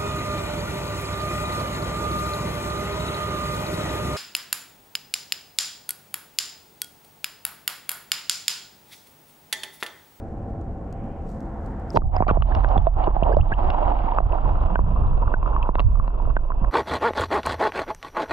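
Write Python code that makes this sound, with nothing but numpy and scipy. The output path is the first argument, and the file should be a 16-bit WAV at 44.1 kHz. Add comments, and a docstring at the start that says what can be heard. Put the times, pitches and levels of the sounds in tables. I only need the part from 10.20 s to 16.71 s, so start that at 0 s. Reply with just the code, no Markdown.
"""Water rushes round the housing of a submerged action camera, with heavy rumble and air that pops,
gurgles and chirps: coloured noise, struck resonances and ringing bubbles at two unequal wet ports.
Before the dip at about 1.75 s the camera is held over a lake beside a hand-held fish: a dull breeze,
a faint hum, lapping ripples and droplets, all heard in air. A limiter ducks the rush at every hard pop.
"""
import sys
import numpy as np
from scipy import signal
from scipy.fft import rfft, irfft
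from scipy.io import wavfile
from scipy.ndimage import uniform_filter1d, minimum_filter1d

SR = 44100
rng = np.random.default_rng(int(sys.argv[2]) if len(sys.argv) > 2 else 0)


def master_out(mix):
    """Clip the mix to full scale and print it as 16-bit PCM to the path in sys.argv[1]."""
    frames = np.transpose(np.atleast_2d(mix))
    ceiling = np.clip(frames, -1, 1)
    pcm = np.round(ceiling * 32767).astype(np.int16)
    wavfile.write(sys.argv[1], SR, pcm)


N = 287091
TIME = np.arange(N) / SR
FREQS = np.maximum(np.arange(N // 2 + 1) * SR / N, 1)

# Colours of the noises in air, relative: pitch_hz, density_db (per Hz)
BREEZE_COLOUR = [(12, -16), (20, 2), (65, 4), (97, 0.5), (129, -4.5), (220, -4.5), (297, -9.5), (370, -14),
                 (500, -12), (620, -17), (800, -12), (870, -38), (1100, -23), (1430, -67)]
LAPPING_COLOUR = [(900, 22), (1100, 5), (1350, 8.5), (1800, 0.5), (2100, -8), (2500, -11.5), (3300, -18.5),
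                  (5000, -30)]
WASH_COLOUR = [(900, 16), (1400, -0.5), (1950, -5), (3000, -10), (5000, -21)]
SPRAY_COLOUR = [(2500, -6.5), (4500, -3), (7500, -3), (10000, -12), (12500, -13), (15000, -3)]
# Left-right likeness in air and at the wet ports: pitch_hz, likeness (0 to 1)
AIR_ALIKE = [(100, 0.98), (420, 0.98), (790, 0.66), (1500, 0.78), (2900, 0.33), (5500, 0.45)]
WET_ALIKE = [(30, 0.96), (80, .8), (200, 0.47), (700, 0.49), (1400, 0.47), (3000, 0.61)]
# Faint steady hum, as of a far-off motor: pitch_hz, level_db (rms)
HUM_LINES = [(212, -52.5), (334, -50), (560, -53.5), (678, -52.5), (776, -55), (1346, -73.5)]
# Wavelets washing over the fish's back: centre_s, half_length_s (to 1/e), level_db, highest_hz
WAVELETS = [(0.87, 0.21, -54.5, 3170), (1.43, 0.38, -50, 2080), (0.2, 0.57, -66, 2800)]
# Ripples breaking round the fish into fine spray: peak_s, level_db
RIPPLE_BREAKS = [(0.01, -84), (0.85, -90), (1.09, -69.5), (1.44, -78), (1.74, -63.5)]
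# Droplets falling back on the surface: start_s, level_db (halved in amplitude when mixed)
DROPLETS = [(0.413, -57), (0.7266, -45.5), (0.839, -67), (1.204, -52), (1.4615, -49), (1.5984, -56),
            (1.702, -42.5)]
# Colour of the pressure rumble, relative: pitch_hz, density_db (per Hz)
RUMBLE_COLOUR = [(14, -10), (25, 7), (32, -3), (42, 2), (55, -9.5), (80, -14), (105, -18.5), (140, -26.5),
                 (260, -38.5)]
# The heave dips just after the dive, then swells to full level: time_s, level_db
HEAVE_LEVEL = [(1.8, -2), (1.89, -6), (1.96, 0)]
# Extra level of the rumble above 60 Hz: time_s, level_db
UPPER_RUMBLE = [(1.8, 2), (2.1, 4), (2.3, 0.5), (3.0, 2), (3.7, 0.5), (4.5, 1.5), (6.4, -3.5)]
# Strength of the flow round the housing, before eddies: time_s, level_db
FLOW_STRENGTH = [(1.84, -28.5), (1.92, -32), (1.96, -29), (2.055, -39.5), (2.11, -29), (2.24, -45),
                 (2.3, -34), (2.4, -34), (2.52, -25), (2.73, -37.5), (2.84, -30), (2.92, -34), (3.07, -27),
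                 (3.24, -33.5), (3.55, -26.5), (3.72, -28), (3.96, -31), (4.15, -34.5), (4.5, -33.5),
                 (4.88, -37.5), (5.25, -36), (5.42, -35), (5.68, -42), (5.98, -39), (6.5, -40.5)]
# Rush and fizz while air clings to the ports, and once flooded: pitch_hz, density_db (per Hz)
RUSH_CLINGING = [(100, -12), (170, -8), (310, -3.5), (430, -8.5), (560, -4.5), (740, 4.5), (1000, -3.5),
                 (1250, -11), (1600, -23.5), (2200, -35)]
RUSH_FLOODED = [(100, -1), (170, -1), (260, 0), (480, -2), (680, 1), (830, -6.5), (1000, 1.5), (1250, -10),
                (1550, -21), (2000, -34.5)]
FIZZ_CLINGING = [(1300, -7.5), (1800, -0.5), (2300, -3), (2800, 3.5), (3500, -5.5), (4000, -11.5),
                 (4900, -15), (5700, -25.5), (9000, -37), (14000, -40.5)]
FIZZ_FLOODED = [(1400, -27), (2100, -9.5), (2400, -4.5), (2700, 5.5), (3000, -6), (3450, -5.5), (4000, -18),
                (5000, -18.5), (7000, -27.5), (14000, -36.5)]
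# Difference between the wet microphone ports: pitch_hz, left_minus_right_db, left_lead_rad
PORT_DIFFERENCE = [(30, -5, -0.28), (120, -4.5, -0.43), (342, -4.5, -1.14), (660, -10.5, -1.5),
                   (970, -2, -1.33), (1410, 0, -1.5), (1950, -1, -2.2), (2740, 3.5, -1.5), (3900, 6, -0.6),
                   (5500, 3.5, 0.13), (9000, 0.5, 0.14)]
# Swarms of bubbles: start_s, end_s, level_db (rms over the span), lowest_hz, highest_hz
SWARMS = [(1.75, 1.79, -50, 4400, 6800), (1.761, 1.773, -37, 1400, 4900), (1.743, 1.787, -17, 170, 730),
          (1.931, 2.13, -26.5, 68, 170), (1.93, 2.051, -45.5, 1270, 2400), (2.083, 2.111, -21, 588, 1500),
          (2.082, 2.114, -38, 1470, 4000), (2.082, 2.1, -61, 4800, 8800), (1.97, 2.04, -65, 4000, 8500),
          (2.27, 2.46, -67.5, 2900, 4900), (2.112, 2.11, -36.5, 700, 1900), (2.46, 2.552, -29.5, 530, 1250),
          (2.63, 2.63, -40.5, 700, 1700), (2.82, 2.84, -53.5, 2200, 3430), (3.03, 3.15, -22, 380, 1110),
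          (3.452, 3.983, -58.5, 1700, 3400), (4.49, 4.75, -32, 142, 221), (5.299, 5.48, -36, 940, 1134)]
# Bubbles that rise in pitch as they break free: start_s, peak_db (before flutter), start_hz,
# length_s, rise_octaves
RISING_BUBBLES = [(1.703, -33.5, 4770, 0.0032, .2), (1.963, -28.5, 4640, 0.006, 0.25),
                  (2.318, -33, 1517, 0.0091, 0.24), (2.436, -40, 1384, 0.014, 0.72),
                  (3.027, -25, 1910, .014, 1.08), (3.112, -31.5, 1297, 0.033, 0.6),
                  (3.116, -55.5, 4740, .03, 0.05), (3.134, -41.5, 2110, 0.017, 0.82),
                  (3.204, -30.5, 2120, 0.016, 0.76), (3.312, -20, 1327, .028, 0.56),
                  (3.332, -30, 2160, .013, 0.71)]
# Bright snaps, many of them the sharp edge of a pop: start_s, peak_db (click), ring_hz,
# ring_db (re click), highest_hz
BRIGHT_SNAPS = [(1.7605, -23, 4800, -5.5, 6000), (1.7704, -12.5, 2650, -14.5, 4730),
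                (1.7725, -33, 5200, -11.5, 13000), (1.967, -32.5, 1650, -3.5, 3460),
                (2.024, -28, 2235, -3, 2900), (2.0806, -24.5, 2374, -3.5, 4600),
                (2.11, -31, 2320, -9.5, 3700), (2.2219, -32.5, 2930, 1, 4060), (2.35, -29, 2820, -4, 5550),
                (2.4453, -34.5, 1760, -2.5, 3900), (2.488, -34.5, 2960, -12, 5470),
                (2.5776, -23.5, 3390, -1.5, 4320), (2.669, -35.5, 3500, -0.5, 3820),
                (2.841, -36.5, 2910, 1, 4380), (2.967, -41, 1860, -5.5, 4000),
                (3.1677, -33, 2320, -11.5, 5300), (3.503, -24.5, 2780, -3.5, 5170),
                (3.63, -38.5, 2710, -3, 3440), (3.656, -48.5, 3860, -3, 5500), (3.985, -33, 2200, -6, 2800),
                (4.004, -39, 1894, -2, 4400), (4.1225, -32.5, 2630, -2, 3200),
                (4.5547, -29.5, 2630, -4.5, 3150), (5.1383, -35, 2660, -2.5, 3000),
                (5.364, -39, 1790, 0, 2950), (5.4276, -33.5, 2635, 3, 3270), (5.553, -30, 2660, -5, 3760),
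                (5.5948, -21.5, 2720, 3.5, 4170), (5.6021, -16.5, 2760, -12, 4450),
                (5.877, -44.5, 1800, -6.5, 4500), (6.1647, -29, 2650, -5.5, 3100)]
# Resonances that every pop shakes in the housing: pitch_hz, level_db, t60_s
HOUSING_MODES = [(172, -18, 0.033), (336, -7, 0.012), (638, -7.5, 0.013), (974, -5, 0.011),
                 (1160, -11, 0.0044), (2630, -37, 0.012)]
# Air pockets popping on the housing: start_s, force_db (before cushioning and filters), ring_hz,
# ring_db (re force), cycles_rung (count to -60 dB), knock_tilt_db (per octave)
AIR_POCKETS = [(1.755, -19, 925, -10, 28, -5.5), (1.761, -10, 908, 4.5, 57, 5),
               (1.7719, 17, 946, 7.5, 3.2, 1.5), (1.8192, -8, 1140, -2, 12, -5.5),
               (1.965, 0.5, 733, -15, 57, 6), (2.004, 4.5, 733, -8.5, 28, -5),
               (2.023, 7.5, 900, -7, 5.5, 0), (2.031, -14, 1116, 1.5, 23, -2.5),
               (2.067, -7, 737, -4.5, 30, 2.5), (2.0825, 0.5, 1160, -11.5, 35, -0.5),
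               (2.091, -16.5, 1430, 8, 24, -7.5), (2.100, -7, 1160, -0.5, 36, 12),
               (2.110, 8.5, 540, -8, 6.2, -2.5), (2.171, -4.5, 653, -4, 12, -3),
               (2.222, -9.5, 1120, -1.5, 11.6, 10), (2.35, -16.5, 1420, -1.5, 7, 11),
               (2.408, -24, 1038, -5, 18.6, 1), (2.445, 3, 1530, -8, 13, 4),
               (2.558, -9.5, 780, 5, 28, -3.5), (2.566, -5, 1144, -2, 8.5, -8.5),
               (2.5781, -2.5, 678, -9.5, 5.5, -1), (2.669, 5, 668, -3.5, 25, 2.5),
               (2.766, -30, 405, 6.5, 8, 2.5), (2.841, -20.5, 982, -1.5, 5.9, 4),
               (2.872, 0, 759, 3, 4.3, 3), (2.877, 3.5, 365, -2, 6.1, -0.5),
               (2.965, -10.5, 785, 6.5, 13, -5.5), (3.024, -0.5, 667, -1.5, 14, -6.5),
               (3.066, -13, 927, 3, 16, 0), (3.094, -10.5, 592, 1, 12, -2),
               (3.119, -9.5, 690, 2.5, 12, -1.5), (3.168, 1, 609, 2.5, 16, -4),
               (3.319, -4, 1590, -7, 11, -1), (3.501, -11.5, 1360, -4.5, 8, 3),
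               (3.842, -15, 190, -5, 2.2, -3), (3.882, -18.5, 907, 1, 36, 7), (3.92, -12, 937, -0.5, 29, 1),
               (3.972, -22, 888, 6, 13, 0), (3.985, 10, 1093, 3, 8.2, 6), (4.003, -2.5, 709, 0, 13, -3),
               (4.054, -23, 977, -8.5, 6.9, -5.5), (4.131, -15.5, 974, -1.5, 24, -0.5),
               (4.556, 7, 1515, -10, 26, 4), (4.591, -1, 992, -4.5, 9.8, -1.5),
               (5.025, -18.5, 960, -3.5, 35, 3), (5.139, 2.5, 1492, -8, 30, 1),
               (5.228, -11.5, 1034, -7, 17, 7), (5.363, -29, 1078, 21.5, 17, -1),
               (5.4901, 4, 973, -9, 14, -2), (5.554, 2.5, 1384, -10, 7.3, 2.5),
               (5.583, -18.5, 1016, 4.5, 24, 7), (5.595, 0, 1076, -4, 13, 2.5),
               (5.6019, -2.5, 1016, -7.5, 13, -1.5), (5.798, -29, 1100, 11.5, 13.5, -1.5),
               (5.878, -13.5, 181.5, -17.5, 4.8, 5.5), (6.074, -21, 612, -3, 9.7, -4.5),
               (6.166, 4.5, 1523, -9.5, 24.4, 2.5), (6.303, -14.5, 1013, -5, 29, 1.5),
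               (6.319, -28.5, 1250, 12, 7, -7), (6.414, -24.5, 195, 3, 6.9, 7),
               (6.447, -18, 1416, 6, 3.3, -2.5)]

# In air: the lapping grows as the camera nears the water
DIVE_S, NEARING_FROM_S = 1.775, 1
BREEZE_DB, LAPPING_FAR_DB, LAPPING_NEAR_DB = -32.5, -54, -47
HUM_WAVER_HZ = 2.49
# time constants of the swell and fall of each ripple
RIPPLE_ATTACK_S, RIPPLE_RELEASE_S, SPRAY_FLOOR_DB = 0.024, 0.095, -80
# Under water: a coat of air muffles the ports just after the dive, then peels off
CLEARING_S, MUFFLE_HZ, MUFFLE_DB = (1.83, 1.956), 970, -26
FLOODED_S = (3.9, 4.8)   # start and end of the flooding of the ports
RUMBLE_DB = -20   # pressure swings on the housing, relative
EDDY_SWELL_DB, FIZZ_SWELL_DB = 3.11, 2.2
FIZZ_DB, TICK_DB, TICKS_PER_S = -29, -43, 24   # levels re the flow; ticks are pinhead bubbles bursting
CRACKLE_SPREAD_DB, STRAY_SPREAD_DB, SPRAY_SPREAD_DB, TICK_SPREAD_DB = 3.2, 3.6, 3.5, 4.4
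CHIRP_FLUTTER_DB = 2
SNAP_LOW_HZ, SNAP_SPATTER_S, SNAP_RING_S = 1700, 0.0066, 0.021   # both times to -60 dB
POP_ATTACK_S = 0.001   # water cushions every collapse
BASS_DUCK = 0.06   # share of the limiter's dB that the deep bass takes
CUTOFF_HZ = 15200   # top of the output band


def from_db(db):
    """Decibels to gain."""
    return 10 ** (np.asarray(db) / 20)


def rms_one(x):
    """Scale to unit power."""
    return x / np.sqrt(np.mean(x ** 2) + 1e-20)


def in_time(rows):
    """Each column of a curve at every sample."""
    s, *columns = np.transpose(rows)
    return [np.interp(TIME, s, c) for c in columns]


def in_frequency(rows):
    """Each column of a spectrum at every frequency, read on a log scale of pitch."""
    hz, *columns = np.transpose(rows)
    return [np.interp(np.log(FREQS), np.log(hz), c) for c in columns]


def lowpass(x, hz, steepness):
    """Smooth low-pass with no delay."""
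    return irfft(rfft(x) / (1 + (FREQS / hz) ** steepness), N)


def butter(x, hz, kind, order=2):
    """Causal Butterworth filter."""
    return signal.sosfilt(signal.butter(order, hz, kind, fs=SR, output="sos"), x + 1e-18)


def drift(rate_hz):
    """Random wander of spread 1, mostly slower than the given rate."""
    return rms_one(lowpass(rng.standard_normal(N), rate_hz, 2))


def grains(per_s, spread_db):
    """Random impulses of very unequal size; rms 1."""
    excess = np.minimum(rng.exponential(1, N), 4)
    sizes = from_db(spread_db * excess) * rng.choice([-1, 1], N)
    return rms_one(sizes * (rng.random(N) < per_s / SR))


def noise(spectrum, likeness, grain=0):
    """Stereo noise of a given colour, with grains mixed into its middle; mid rms 1."""
    mid, side = rng.standard_normal((2, N))
    alike = np.clip(in_frequency(likeness)[0], 0, .999)
    lowest_hz, highest_hz = spectrum[0][0], spectrum[-1][0]
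    colour = from_db(in_frequency(spectrum)[0])
    colour = colour / (1 + (FREQS / highest_hz) ** 8) / (1 + (lowest_hz / FREQS) ** 4)
    mid = irfft(rfft(rms_one(mid + grain)) * colour, N)
    side = irfft(rfft(side) * colour * np.sqrt((1 - alike) / (1 + alike)), N)
    return np.array([mid + side, mid - side]) / np.std(mid)


def ring(hz, t60, rise=0):
    """A struck resonance; a bubble's pitch rises by the share `rise` as it dies."""
    t = np.arange(SR // 10) / SR
    age = t / max(t60, .001)
    phase = 2 * np.pi * hz * t * (1 + rise * np.minimum(age, 1) / 2)
    return np.sin(phase) * 1000. ** -age


def add(track, s, sound):
    """Mix a sound in at time s."""
    i = max(round(s * SR), 0)
    track[i:i + len(sound)] += sound[:N - i]


def breeze():
    """Dull moving air, a low noise whose level wanders a little."""
    return from_db(BREEZE_DB + 1.0 * drift(6.1)) * noise(BREEZE_COLOUR, AIR_ALIKE)


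def hum():
    """Faint sine lines that waver a little in pitch."""
    out = np.zeros(N)
    for hz, db in HUM_LINES:
        pitch = hz + HUM_WAVER_HZ * drift(4.8)
        out += from_db(db) * np.sqrt(2) * np.sin(2 * np.pi * np.cumsum(pitch) / SR)
    return out


def lapping():
    """Small ripples lap as a steady noise that grows toward the dip."""
    level_db = np.interp(TIME, [NEARING_FROM_S, DIVE_S], [LAPPING_FAR_DB, LAPPING_NEAR_DB])
    return from_db(level_db) * noise(LAPPING_COLOUR, AIR_ALIKE)


def wash():
    """Wavelets wash over the fish as rounded swells of noise, each with its own treble limit."""
    water = noise(WASH_COLOUR, AIR_ALIKE)
    out = np.zeros((2, N))
    for s, half_s, db, top_hz in WAVELETS:
        swell = np.exp(-((TIME - s) / half_s) ** 2)
        out += from_db(db) * swell * butter(water, top_hz, "low", order=14)
    return out


def spray():
    """Breaking ripples and short droplets open the level of a grainy bright noise."""
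    splash = np.full(N, from_db(SPRAY_FLOOR_DB))
    for s, db in RIPPLE_BREAKS:
        distance = np.maximum((s - TIME) / RIPPLE_ATTACK_S, (TIME - s) / RIPPLE_RELEASE_S)
        splash += from_db(db) * np.exp(-distance)
    for s, db in DROPLETS:
        add(splash, s, .5 * from_db(db - 60 * TIME[:SR // 20] / 0.013))
    return splash * noise(SPRAY_COLOUR, AIR_ALIKE, 0.69 * grains(290, SPRAY_SPREAD_DB))


def open_air():
    """All sound in air, shut off as the lake closes over the ports."""
    closing = np.clip((DIVE_S - TIME) / 0.016, 0, 1)
    return (breeze() + hum() + lapping() + wash() + spray()) * closing


def rumble():
    """Water pressure heaves on the ports, in swings of fairly even size."""
    heave = noise(RUMBLE_COLOUR, WET_ALIKE)
    power = uniform_filter1d(heave.mean(0) ** 2, SR // 16)
    heave = heave / (power + 0.013) ** 0.78   # evens out the swings
    deep = lowpass(heave, 60, 6)
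    upper = (heave - deep) * from_db(in_time(UPPER_RUMBLE)[0])
    return from_db(RUMBLE_DB + in_time(HEAVE_LEVEL)[0]) * (deep + upper)


def snaps():
    """Bright snaps, many of them the sharp edge of a pop: click, brief spatter and ring."""
    out, age = np.zeros(N), TIME[:SR // 10]
    bursts = rng.standard_normal((len(BRIGHT_SNAPS), len(age)))
    for (s, db, hz, ring_db, top_hz), burst in zip(BRIGHT_SNAPS, bursts):
        click = (age == 0) + 0.26 * burst * from_db(-60 * age / SNAP_SPATTER_S)
        click = butter(butter(click, SNAP_LOW_HZ, "high"), top_hz, "low", order=16)
        tone = butter(ring(hz, SNAP_RING_S), top_hz * 1.3, "low", order=12)
        add(out, s, from_db(db) * (click / np.abs(click).max() + from_db(ring_db) * tone))
    return out


def chirps():
    """A wobbling bubble leaves the housing, swelling and sweeping upward."""
    out = np.zeros(N)
    for s, db, start_hz, length_s, octaves in RISING_BUBBLES:
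        hz = start_hz * 2 ** np.linspace(0, octaves, round(length_s * SR))
        sweep = np.sin(2 * np.pi * np.cumsum(hz) / SR)
        add(out, s, from_db(db) * np.hanning(len(hz)) ** 2 * sweep)
    return out * from_db(CHIRP_FLUTTER_DB * drift(390))


def gurgles():
    """Air tears off in swarms of bubbles, each ringing a few cycles at a pitch set by its size."""
    out = np.zeros(N)
    for start, end, db, low_hz, high_hz in SWARMS:
        swarm, chance = np.zeros(SR), rng.random(size=(36, 3))
        for k, (delay, size, force) in enumerate(chance):
            hz = low_hz * (high_hz / low_hz) ** size
            bubble = (-1) ** k * from_db(-13 * force) * ring(hz, 12 / hz, rise=0.052)
            add(swarm, (k + delay) / len(chance) * (end - start), bubble)
        swarm = butter(swarm, [low_hz / 1.5, high_hz * 0.95], "band", order=3)
        span_rms = np.sqrt(np.sum(swarm ** 2) / (abs(end - start) * SR))   # a zero span gives silence
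        add(out, start, from_db(db) * swarm / span_rms)
    return out


def pops():
    """Each collapse knocks the housing; its air pocket rings for some cycles; water muffles both."""
    out, age = np.zeros(N), TIME[:SR // 10]
    strengths = from_db(0.7 * rng.standard_normal((len(AIR_POCKETS), len(HOUSING_MODES))))
    for (s, force_db, hz, ring_db, cycles, tilt_db), row in zip(AIR_POCKETS, strengths):
        knock = np.zeros(len(age))
        for k, (strength, (mode_hz, db, t60)) in enumerate(zip(row, HOUSING_MODES)):
            mode_db = db + tilt_db * np.log2(mode_hz / 700)
            knock += (-1) ** k * strength * from_db(mode_db) * ring(mode_hz, t60)
        # the decay steepens as the pocket breaks up
        pocket = np.sin(2 * np.pi * hz * age) * from_db(-60 * (age * hz / cycles) ** 1.313)
        pocket = butter(pocket, 1500, "low", order=4)
        cushion = 1 - np.exp(-age / POP_ATTACK_S)
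        add(out, s, from_db(force_db) * cushion * (knock + from_db(ring_db) * pocket))
    return butter(butter(out, 3400, "low", order=4), 71, "high")


def strays(low_hz, high_hz, per_s):
    """Single bubbles of many sizes, ringing at random; rms 1."""
    pitches = np.geomspace(low_hz, high_hz, 12)
    bubbles = np.zeros(N)
    for hz in pitches:
        strikes = grains(per_s / len(pitches), STRAY_SPREAD_DB)
        bubbles += signal.oaconvolve(strikes, ring(hz, 22 / hz, rise=0.05))[:N]
    return rms_one(butter(butter(bubbles, 550, "high"), 1150, "low", order=4))


def flow():
    """Grainy rush, stray bubbles, fizz and ticks narrow onto housing resonances as the ports flood."""
    flow_db, = in_time(FLOW_STRENGTH)
    flooded = np.interp(TIME, FLOODED_S, [0, 1])
    eddies, crackle = drift(13.0), grains(260, CRACKLE_SPREAD_DB)

    def blend(early, late):
        """Equal-power crossfade as the ports flood."""
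        return np.sqrt(1 - flooded) * early + np.sqrt(flooded) * late

    water = blend(noise(RUSH_CLINGING, WET_ALIKE, 0.5 * crackle),
                  noise(RUSH_FLOODED, WET_ALIKE, 0.5 * crackle))
    bubbles = blend(strays(low_hz=603, high_hz=1250, per_s=78),
                    strays(low_hz=864, high_hz=1405, per_s=55))
    bubbles = bubbles * np.interp(TIME, CLEARING_S, [0, 1]) ** 3
    rush = from_db(flow_db + EDDY_SWELL_DB * eddies) * (0.83 * water + 0.51 * bubbles)

    fizz = blend(noise(FIZZ_CLINGING, WET_ALIKE, 0.72 * crackle),
                 noise(FIZZ_FLOODED, WET_ALIKE, 0.72 * crackle))
    fizz = from_db(flow_db + FIZZ_DB + FIZZ_SWELL_DB * eddies) * fizz
    ticks = butter(grains(TICKS_PER_S, TICK_SPREAD_DB), [2200, 4000], "band", order=7)
    ticks = from_db(flow_db + TICK_DB) * rms_one(ticks)

    full = rush + fizz + ticks
    dull = lowpass(full, MUFFLE_HZ, 8)
    return dull + (full - dull) * from_db(np.interp(TIME, CLEARING_S, [MUFFLE_DB, 0]))


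def wet_ports(x):
    """Water loads the two ports unequally, shifting level and phase between them."""
    balance_db, lead = in_frequency(PORT_DIFFERENCE)
    left = from_db(balance_db / 2) * np.exp(.5j * lead)
    pair = np.array([left, 1 / left])
    return irfft(rfft(x) * pair / np.abs(pair.mean(0)), N)


def scene():
    """Open air, then the world under the surface."""
    under = np.clip((TIME - DIVE_S) / .02 + 1, 0, 1) * signal.windows.tukey(N, .004)
    air_bursts = pops() + snaps() + chirps() + gurgles()
    return open_air() + wet_ports(under * (rumble() + flow()) + air_bursts)


def limiter(x, threshold_db, slope, release_db_per_s):
    """Gain in dB: it drops just ahead of a peak and creeps back."""
    level_db = 20 * np.log10(np.abs(x).max(0) + 1e-9)
    over = np.maximum(level_db - threshold_db, 0) * slope
    recovery = release_db_per_s * TIME
    held = np.maximum.accumulate(over + recovery) - recovery
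    return uniform_filter1d(minimum_filter1d(-held, size=120), size=120)


def record(dry):
    """A treble-led limiter ducks the rush, and the deep bass less; peaks flatten, the top is cut."""
    bass = lowpass(dry, 130, 4)
    rest = dry - bass
    heard = butter(rest, 730, "high", order=1)
    duck_db = limiter(heard, threshold_db=-19.0, slope=0.53, release_db_per_s=86.0)
    limited = bass * from_db(BASS_DUCK * duck_db) + rest * from_db(duck_db)
    top_cut = signal.cheby2(12, 70, CUTOFF_HZ, fs=SR, output="sos")
    return signal.sosfilt(top_cut, np.clip(limited, -1, 1))


dry = scene()
out = record(dry)
master_out(out)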